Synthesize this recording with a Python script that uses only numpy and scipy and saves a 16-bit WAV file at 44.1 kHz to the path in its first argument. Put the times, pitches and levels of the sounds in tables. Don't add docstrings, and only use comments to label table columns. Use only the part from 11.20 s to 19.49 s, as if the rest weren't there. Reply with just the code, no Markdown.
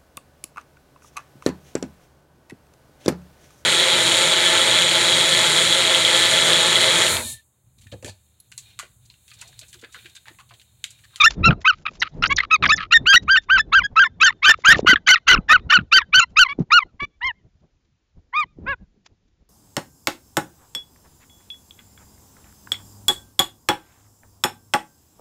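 import sys
import numpy as np
from scipy import signal
from scipy.io import wavfile
from scipy.ndimage import uniform_filter1d

SR = 44100
rng = np.random.default_rng(int(sys.argv[2]) if len(sys.argv) > 2 else 0)


def generate_wav(sig):
    pcm = np.round(np.clip(np.atleast_2d(sig).T, -1, 1) * 32767).astype(np.int16)
    wavfile.write(sys.argv[1], SR, pcm)


def magnitude_from_level(level_db):
    exponent = np.asarray(level_db, float) / 20
    return 10 ** exponent


N = 365588


def band(x, lo_hz, hi_hz, order=2):
    return signal.sosfilt(signal.butter(order, [lo_hz, hi_hz], "band", fs=SR, output="sos"), x)


def unit(x):
    return x / np.sqrt(np.mean(x ** 2))


def walk(rate, size=N):
    k = int(SR / rate)
    held = np.repeat(rng.standard_normal(size // k + 1), k)
    return 1.64 * uniform_filter1d(uniform_filter1d(held, k), k)[:size]


def add(out, s, x):
    i = int(s * SR)
    out[i:i + len(x)] += x[:N - i]


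def spans(table, edge_s):
    gain = np.zeros(N)
    for t0, t1, db in table:
        gain[int(t0 * SR):int(t1 * SR)] = magnitude_from_level(db)
    return uniform_filter1d(gain, int(edge_s * SR))


# (frequency [Hz], level [dB])
THROAT_COLOUR = [(500, -23.5), (1200, -1.5), (2400, 1), (3600, -3.5), (5000, -6.5), (7500, -4)]


def syrinx(hz, level_db, open_db, half_db, unrest, wobble=.006, shimmer_db=0.6):
    size = len(hz)
    peak_db = np.max(level_db)
    drive = peak_db / 10 + 2
    kink = .008 * np.clip(drive, .2, 1)
    drift = unrest * wobble * walk(300, size=size) + kink * walk(100, size=size)
    phase = 2 * np.pi * np.cumsum(hz * (1 + drift)) / SR
    order = np.arange(1, 15)[:, None] / 2

    slope_db = 0.084 * open_db + 0.21 * level_db - 5.5
    db = np.where(order <= 2, open_db * (order - 1), open_db + (order - 2) * slope_db)
    db = np.where(order % 1 > 0, half_db + np.minimum(db, 0) * (order > 1), db)
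    sway = np.array([walk(150, size=size) for _ in order])
    db = db + 1.7 * (np.clip(order, 1, 5) - .6) * sway
    db = db - .25 * np.maximum(order - 2, 0) * (peak_db - level_db)
    throat_hz, throat_db = np.transpose(THROAT_COLOUR)
    gain = magnitude_from_level(db + np.interp(np.log(order * hz), np.log(throat_hz), throat_db))
    gain = gain * (order * hz < 9000)

    lag = np.pi / 4 * np.clip(drive, 0, 1) * order ** 2
    lag = lag + .09 * np.minimum(unrest, 3) * np.maximum(order - 2.5, 0) * walk(1200, size=size)
    tone = -np.sum(gain * np.cos(order * phase + lag), axis=0)
    tone = tone / np.sqrt(np.sum(gain ** 2, axis=0) / 2)
    shimmer = 0.4 * walk(90, size=size) - shimmer_db * unrest * np.abs(walk(250, size=size))
    tone = tone * magnitude_from_level(level_db + shimmer)

    hoarse_db = -19.5 + 1.6 * np.maximum(level_db, -20) + 6 * walk(200, size=size)
    shake = np.minimum(magnitude_from_level(hoarse_db) * unrest, .7) * walk(2500, size=size)
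    return tone + band(tone * shake, 1100, 5000, order=3)


LEAD_S, RELEASE_S = .006, .008
# (time inside the note [s], level of half-pitch partials [dB])
DOUBLED_NOTES = [
    (1.11, -10),
    (1.34, -27),
    (5.31, -12),
    (5.83, -9.5),
    (7.19, -29),
    (7.5, 8.5),
]


def sing(s, hz, swell_db, level_db, open_db):
    lead = int(LEAD_S * SR)
    hz, swell_db, open_db = (np.pad(v + 0 * hz, (lead, 0), mode="edge") for v in (hz, swell_db, open_db))
    t = np.arange(len(hz)) / SR
    left = t[-1] - t
    half_db = max([d for at, d in DOUBLED_NOTES if s < at < s + t[-1]], default=-45)
    attack = np.clip(1 - t / 0.017, 0, 1) ** 1.5
    release = np.clip(1 - left / RELEASE_S, 0, 1) ** 2
    swell_db = swell_db - 29.5 * (attack + release)
    fade = np.clip(np.minimum(t / 2, left) / .003, 0, 1)
    strain = .75 + 1.8 * np.exp(-((s - 3.9) / 1.0) ** 2)
    unrest = strain + 5 * np.exp(-((t - LEAD_S) / .018) ** 2) - .15 * swell_db
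    half_db = np.maximum(half_db, np.minimum(-50 + 6 * unrest, -10))
    voice = fade * syrinx(hz, level_db + swell_db, open_db, half_db, unrest)
    return max(s - LEAD_S, 0), voice[max(lead - int(s * SR), 0):]


def bill_opening(hz):
    return 2 - 18 * np.maximum(hz - 1300, 0) / 1000


# (start [s], length [s], pitch from [Hz], pitch to [Hz], level [dB])
ONE_REGISTER_GLIDES = [(0, 0.03, 1273, 1163, -6.5), (1.095, 0.04, 1078, 1150, -14),
                       (2.631, 0.038, 1690, 1670, -20.5), (2.832, 0.039, 1775, 1750, -17),
                       (3.053, 0.047, 1790, 1800, -12), (3.236, 0.047, 1190, 1215, -14),
                       (3.274, .052, 1720, 1810, -5), (3.473, .062, 1543, 1985, -2.5),
                       (4.286, 0.055, 1730, 1960, -9), (4.496, .026, 1361, 1385, -9.5),
                       (4.505, 0.037, 1861, 1800, -12.5), (4.758, 0.043, 1860, 1870, -16.5),
                       (4.999, 0.045, 1292, 1390, -16.5), (5.28, .055, 1077, 1170, -26),
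                       (5.796, .06, 1086, 1180, -25.5)]
# (start [s], climb [s], hold [s], upper pitch [Hz], level [dB])
UPWARD_BREAKS = [
    (0.026, 0.036, .024, 1807, -6.5),
    (1.486, 0.035, .028, 1766, -10.5),
    (1.712, 0.026, .042, 1845, -6),
    (1.928, .032, .024, 1900, -5.5),
    (2.155, 0.018, .018, 1824, -10.5),
    (2.373, 0.021, .022, 1736, -12.5),
    (3.662, .028, .032, 2002, -10.5),
    (3.867, 0.016, .036, 2063, -8),
    (4.07, 0.023, .034, 2026, -10),
]


def second_bird():
    out = np.zeros(N)
    climb_hz_per_s, jump_hz, upper_sag_hz_per_s = 8000, 400, 2000
    for s, length, lo_hz, hi_hz, db in ONE_REGISTER_GLIDES:
        hz = np.linspace(lo_hz, hi_hz, int(length * SR))
        add(out, *sing(s, hz, 0, db, bill_opening(hz)))
    for s, climb, hold, hz, db in UPWARD_BREAKS:
        t = np.arange(-climb, hold, 1 / SR)
        pitch = hz + np.where(t < 0, climb_hz_per_s * t - jump_hz, upper_sag_hz_per_s * (hold / 2 - t))
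        dip_db = -2.5 * np.exp(-(t / .0015) ** 2)
        swell_db = dip_db - 0.5 * np.clip(t / hold, 0, 1) ** 2
        open_db = uniform_filter1d(np.where(t < 0, 0.5, bill_opening(pitch)), size=40)
        pitch = uniform_filter1d(pitch, size=20, mode="nearest")
        add(out, *sing(s, pitch, swell_db, db, open_db))
    return out


def treetops(voice):
    t = np.arange(int(.5 * SR)) / SR
    near = magnitude_from_level(-48) * np.exp(-t / .007) + magnitude_from_level(-76) * np.exp(-t / .022)
    crown = magnitude_from_level(-74) * np.exp(-((t - .11) / .015) ** 2)
    far = magnitude_from_level(-95) * np.exp(-t / .15)
    scatter = rng.standard_normal(len(t))
    scatter = scatter + magnitude_from_level(-4) * unit(band(scatter, 3300, 4100))
    ducked = 1 / (1 + 70 * uniform_filter1d(np.abs(voice), SR // 2))
    rim_echo = signal.fftconvolve(voice, scatter * near)[:N]
    forest_echo = signal.fftconvolve(voice, scatter * (crown + far))[:N]
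    return rim_echo + ducked * forest_echo


# (time [s], level [dB])
LULL_LEVEL = [(0, -49.5), (.6, -47), (3.0, -47.5), (5.0, -49), (5.7, -54.5), (6.7, -61.5), (7.5, -55),
              (8.3, -63.5)]
# (time [s], half length [s], level [dB])
PUFFS = [(.11, 0.028, -36), (0.203, 0.024, -21), (.29, 0.028, -13.5), (.38, 0.028, -35.5),
         (.82, 0.024, -40), (.99, 0.029, -30.5), (1.1, 0.093, -31.5), (1.32, 0.028, -41), (1.47, .045, -26),
         (1.57, 0.059, -35.5), (1.83, .035, -32), (2.05, .055, -37), (2.38, 0.033, -32.5),
         (2.48, 0.055, -42), (2.6, 0.03, -33), (2.81, .03, -37), (3.02, 0.027, -39), (3.3, .022, -40.5),
         (3.55, .055, -25), (3.7, .055, -29.5), (4.15, 0.035, -21), (4.39, 0.069, -32.5), (4.6, .03, -29.5),
         (4.99, .022, -36), (5.13, 0.024, -35.5), (5.41, 0.016, -27.5), (5.51, .022, -40.5),
         (5.83, 0.0074, -27), (6.07, .022, -41), (7.47, 0.042, -32.5)]
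# (time [s], level [dB])
CALM_EDDIES = [(2.724, -35), (4.331, -32), (4.469, -35.5), (5.659, -42), (5.75, -49), (6.26, -47.5),
               (6.35, -58.5), (6.44, -47), (6.979, -43), (7.17, -43), (7.25, -42.5), (7.39, -41),
               (7.62, -37.5), (7.77, -52.5), (7.92, -53), (8.22, -52)]


def wind():
    t = np.arange(0, N, 64) / SR
    lull_db = np.interp(t, *np.transpose(LULL_LEVEL)) + 1.2 * walk(21)[::64]
    power = magnitude_from_level(2 * lull_db)
    for s, half, db in [*PUFFS] + [(s, 0.015, db) for s, db in CALM_EDDIES]:
        power = power + magnitude_from_level(2 * db) * np.exp(-((t - s) / half) ** 2)
    gust_db = np.interp(np.arange(N) / SR, t, 10 * np.log10(power))
    surge, out = 0.68 * walk(30), 0
    for octave in range(5):
        hz = 36 * 2. ** octave
        eddy = unit(band(rng.standard_normal(N), hz / np.sqrt(2), hz * np.sqrt(2)))
        slope_db = 2.5 + 0.066 * (gust_db + 40.5) - 1.383 * octave
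        flicker = np.clip(5.0 * walk(22), -12, 5)
        out = out + eddy * magnitude_from_level(gust_db - 10.5 + octave * slope_db + surge + flicker)
    return out


# (from [s], to [s], level [dB])
FEATHER_RUBS = [(.1, .15, -43), (.41, .43, -48), (.55, .63, -59.5), (.69, .8, -53), (.88, 1.0, -66),
                (2.025, 2.04, -56), (2.22, 2.25, -57.5), (3.37, 3.43, -56.5), (3.563, 3.605, -33),
                (5.1, 5.12, -56), (5.39, 5.43, -54), (6.4, 6.42, -66), (6.64, 6.66, -71.5),
                (7.85, 7.87, -52.5), (8.07, 8.09, -66.5)]


def feathers():
    scratch = rng.standard_normal(N) * magnitude_from_level(4 * walk(300) + 4 * walk(60))
    hiss = magnitude_from_level(-78.0) * unit(band(rng.standard_normal(N), 500, 4900, order=1))
    return unit(band(scratch, 900, 7000, order=1)) * spans(FEATHER_RUBS, 1 / 80) + hiss


# (time [s], peak level [dB], pitch [Hz])
MOUNT_KNOCKS = [(0.206, -18.5, 111.3), (0.716, -42.5, 616), (3.592, -10, 532), (3.564, -24.5, 147),
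                (3.629, -19.5, 262), (3.647, -16.5, 400), (3.691, -19.5, 228), (3.73, -13.5, 330),
                (4.185, -16, 215.6), (4.586, -20.5, 212.6), (3.388, -36.5, 550), (5.388, -15, 325.2),
                (5.402, -11.5, 180.5), (5.414, -26.5, 142.5), (5.419, -21.5, 190), (7.386, -34, 307.7),
                (7.438, -35, 260), (7.446, -37, 200.2)]


def knocks():
    out = np.zeros(N)
    for s, db, hz in MOUNT_KNOCKS:
        cycles = np.arange(int(6 * SR / hz)) * hz / SR
        push = (1 - np.exp(-cycles / 0.3)) ** 2 * np.exp(-cycles / 1.1)
        add(out, s, 3.08 * magnitude_from_level(db) * np.sin(2 * np.pi * cycles ** .9) * push)
    return out


# (start [s], climb [s], sag [s], crest [Hz], bill opening [dB])
ROUND_CRIES = [
    (1.862, .05, .04, 1623, -1),
    (2.082, .042, .046, 1594, -11),
    (2.292, 0.048, .034, 1584, -13.5),
    (3.445, 0.043, .046, 1540, -7),
    (3.667, 0.046, 0.029, 1536, -8.5),
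    (3.878, .04, 0.032, 1523, -3),
    (4.078, .04, 0.033, 1507, -4),
    (4.72, 0.046, 0.024, 1533, -1.5),
    (4.932, .04, 0.035, 1522, -2),
    (5.51, 0.052, 0.03, 1436, -6.5),
]
STEPPED_CRIES = [
    (0.45, 0.031, 0.031, 1524, -7),
    (2.525, 0.029, .042, 1602, -10.5),
    (2.762, 0.036, .044, 1601, -14.5),
    (3.006, 0.028, .052, 1564, -3.5),
    (3.227, 0.033, .058, 1538, 2.5),
    (4.297, .038, 0.032, 1525, -12.5),
    (4.521, 0.019, 0.037, 1510, -4.5),
    (5.165, 0.032, 0.041, 1535, 0),
]
# (time [s], level [dB])
CRY_EFFORT = [(.4, -9.5), (1.9, -9), (2.2, -10.5), (2.7, -7), (3.2, -10.5), (3.5, -7), (5.2, -6.5),
              (5.6, -7.5)]
# (start [s], length [s], level [dB])
FALLING_TAILS = [
    (2.374, 0.017, -12.5),
    (2.595, 0.034, -21),
    (2.836, 0.044, -24),
    (3.091, 0.022, -16.5),
    (4.151, 0.03, -24),
    (4.361, 0.024, -29),
    (4.796, 0.028, -21.5),
    (4.991, 0.059, -24.5),
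    (5.241, 0.035, -20.5),
    (5.594, 0.044, -24),
]
# (start [s], length [s], crest [Hz], level [dB], bill opening [dB])
SOFT_CRIES = [
    (0.234, 0.06, 1373, -8.5, 0),
    (1.306, 0.057, 1298, -8, -1),
    (6.011, .104, 1065, -19.5, 2),
    (7.131, 0.11, 1239, -17, -5),
    (7.461, 0.083, 1123, -21, -12.5),
]


def first_bird():
    out = np.zeros(N)
    onset_share, shelf_share, end_share = .68, .86, .88
    for stepped, (s, climb, sag, hz, open_db) in (
            [(False, row) for row in ROUND_CRIES] + [(True, row) for row in STEPPED_CRIES]):
        t = np.arange(0, climb + sag + RELEASE_S, 1 / SR)
        up, down = np.clip(t / climb, 0, 1), np.clip((t - climb) / sag, 0, None)
        if stepped:
            rising = onset_share + (shelf_share - onset_share) * up ** 0.65
        else:
            rising = 1 - (1 - onset_share) * (1 - up) ** 2.4
        sagging = 1 - (1 - end_share) * down ** 3.6
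        share = uniform_filter1d(np.where(t < climb, rising, sagging), size=200, mode="nearest")
        swell_db = -1.5 * (1 - up) - 1.9 * down ** 2
        effort_db = np.interp(s, *np.transpose(CRY_EFFORT))
        wider_db = 5 * (t < climb) * (1 - .5 * up)
        add(out, *sing(s - .003, hz * share, swell_db, effort_db, open_db + wider_db))
    for s, length, db in FALLING_TAILS:
        u = np.linspace(0, 1, int(length * SR))
        slide_hz = 1004 + (1300 - 1004) * (1 - u) ** 2.0
        falter_db = -9 * np.exp(-((u - .5) / .12) ** 2)
        add(out, *sing(s, slide_hz, falter_db, db, -3))
    for s, length, hz, db, open_db in SOFT_CRIES:
        bow = np.abs(np.linspace(-1, 1, int((length + RELEASE_S) * SR))) ** 2.0
        depth = 0.097 + 1.391 * length
        add(out, *sing(s - .003, hz * (1 - depth * bow), -11 * bow, db, open_db))
    return out


# (from [s], to [s], level [dB])
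RATTLE_SPANS = [(.295, .335, -33), (.515, .545, -36), (.834, .88, -35), (1.222, 1.252, -27.5),
                (1.575, 1.665, -33.5), (3.1, 3.13, -44.5), (3.325, 3.345, -26), (3.535, 3.56, -25.5),
                (3.765, 3.78, -38.5), (3.96, 3.985, -35), (4.38, 4.4, -42), (4.595, 4.62, -43)]
# (frequency [Hz], width [Hz], level [dB])
RATTLE_RESONANCES = [(1250, 130, 5.5), (2580, 1500, 0), (3832, 930, -10.5), (5300, 1500, -33)]


def rattles():
    snaps = (rng.random(N) < 350 / SR) * magnitude_from_level(4.0 * rng.standard_normal(N))
    snaps = snaps + .06 * rng.standard_normal(N)
    throat = 0
    for hz, width, db in RATTLE_RESONANCES:
        throat = throat + magnitude_from_level(db) * unit(band(snaps, hz - width / 2, hz + width / 2))
    return unit(band(throat, 1100, 4300)) * magnitude_from_level(3 * walk(120)) * spans(RATTLE_SPANS, 0.0072)


# (time [s], peak level [dB], throat at the snap [Hz])
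BILL_CLACKS = [(.307, -12, 1600), (.326, -22.5, 1410), (1.185, -8.5, 2100), (1.203, -16.5, 2254),
               (1.579, -21.5, 2200), (1.586, -20, 2000), (1.605, -19.5, 1900), (3.545, -9.5, 2028),
               (3.758, -8, 1900), (3.957, -6.5, 2139), (4.16, -15.5, 1681), (4.176, -18.5, 1496),
               (4.588, -13, 1619), (4.817, -16, 1900)]


def clacks():
    out = np.zeros(N)
    t = np.arange(int(.03 * SR)) / SR
    for s, db, hz in BILL_CLACKS:
        sag = 0.13 * (1 - np.exp(-t / 0.0035))
        phase = 2 * np.pi * np.cumsum(hz * (1 - sag + 0.021 * walk(1000, size=len(t)))) / SR
        lower = magnitude_from_level(3 * walk(700, size=len(t))) * np.sin(phase)
        upper = magnitude_from_level(5 * walk(900, size=len(t))) * np.sin(1.9 * phase) * np.exp(-t / 0.0062)
        ring = lower + magnitude_from_level(-6) * upper
        add(out, s, magnitude_from_level(db) * ring * (1 - np.exp(-t / .0005)) ** 2 * np.exp(-t / 0.0062))
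    return out


# (start [s], length [s], pitch [Hz], level [dB])
CLUCK_BLIPS = [(0.653, 0.0083, 1250, -28.5), (0.661, 0.0093, 1240, -16.5), (0.674, .016, 1290, -28.5),
               (0.816, 0.016, 1944, -14.5), (1.022, 0.01, 1410, -18), (1.033, 0.0096, 1253, -12),
               (1.046, 0.0077, 1670, -17.5), (1.055, 0.011, 1616, -15), (1.178, 0.015, 1870, -18.5),
               (1.2, 0.013, 2290, -18.5), (1.424, 0.011, 1250, -12), (1.43, 0.018, 1250, -12),
               (1.454, 0.0042, 1850, -13), (1.457, 0.011, 1795, -14)]
# (start [s], length [s], pitch from [Hz], pitch to [Hz], level [dB])
AIR_SQUEAKS = [
    (0.795, .025, 6320, 3400, -35),
    (1.068, .012, 5070, 6200, -32),
    (1.159, .016, 6530, 3000, -24.5),
    (1.471, .01, 4640, 5600, -33),
    (1.555, .023, 6950, 4000, -34.5),
]


def clucks():
    out = np.zeros(N)
    rest_hz, slacken = 1100, 0.43
    # half-pitch level dB, unrest, bill opening dB, rasp
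    blips = [(s, length, hz, hz + slacken * (rest_hz - hz), db, -20, 8, -2, .35)
             for s, length, hz, db in CLUCK_BLIPS]
    squeaks = [(*row, -50, 5, -40, 1.2) for row in AIR_SQUEAKS]
    for s, length, from_hz, to_hz, db, half_db, unrest, open_db, rasp in blips + squeaks:
        u = np.arange(0, 1.5, 1 / (length * SR))
        hz = from_hz + (to_hz - from_hz) * np.minimum(u, 1) ** 2
        voice = syrinx(hz, db + 4, open_db, half_db, unrest, shimmer_db=.5)
        voice = voice * (1 + rasp * walk(2500, size=len(u))) / np.hypot(1, rasp)
        swell = np.sin(np.pi * (u / 1.5) ** .7) ** 2
        add(out, s, band(voice, 950, max(4500, 1.1 * from_hz)) * swell)
    return out


def scene():
    second = second_bird()
    first = first_bird() + rattles() + clacks() + clucks()
    echoes = treetops(first + magnitude_from_level(3.5) * second)
    return (second + first + echoes + wind() + feathers() + knocks())[None]


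def band_limit(x):
    return signal.sosfilt(signal.butter(12, 15740, fs=SR, output="sos"), x)


def record(dry):
    clip, band_hz = .71, 7250
    camera = np.clip(signal.resample_poly(dry, 160, 441, axis=1), -clip, clip)
    back = signal.resample_poly(camera, 441, 160, axis=1)[:, :N]
    narrow = signal.sosfilt(signal.ellip(8, .2, 60, band_hz, fs=SR, output="sos"), back)
    trimmed = np.clip(narrow, -1.04 * clip, 1.04 * clip)
    return band_limit(trimmed)


dry = scene()
out = record(dry)
generate_wav(out)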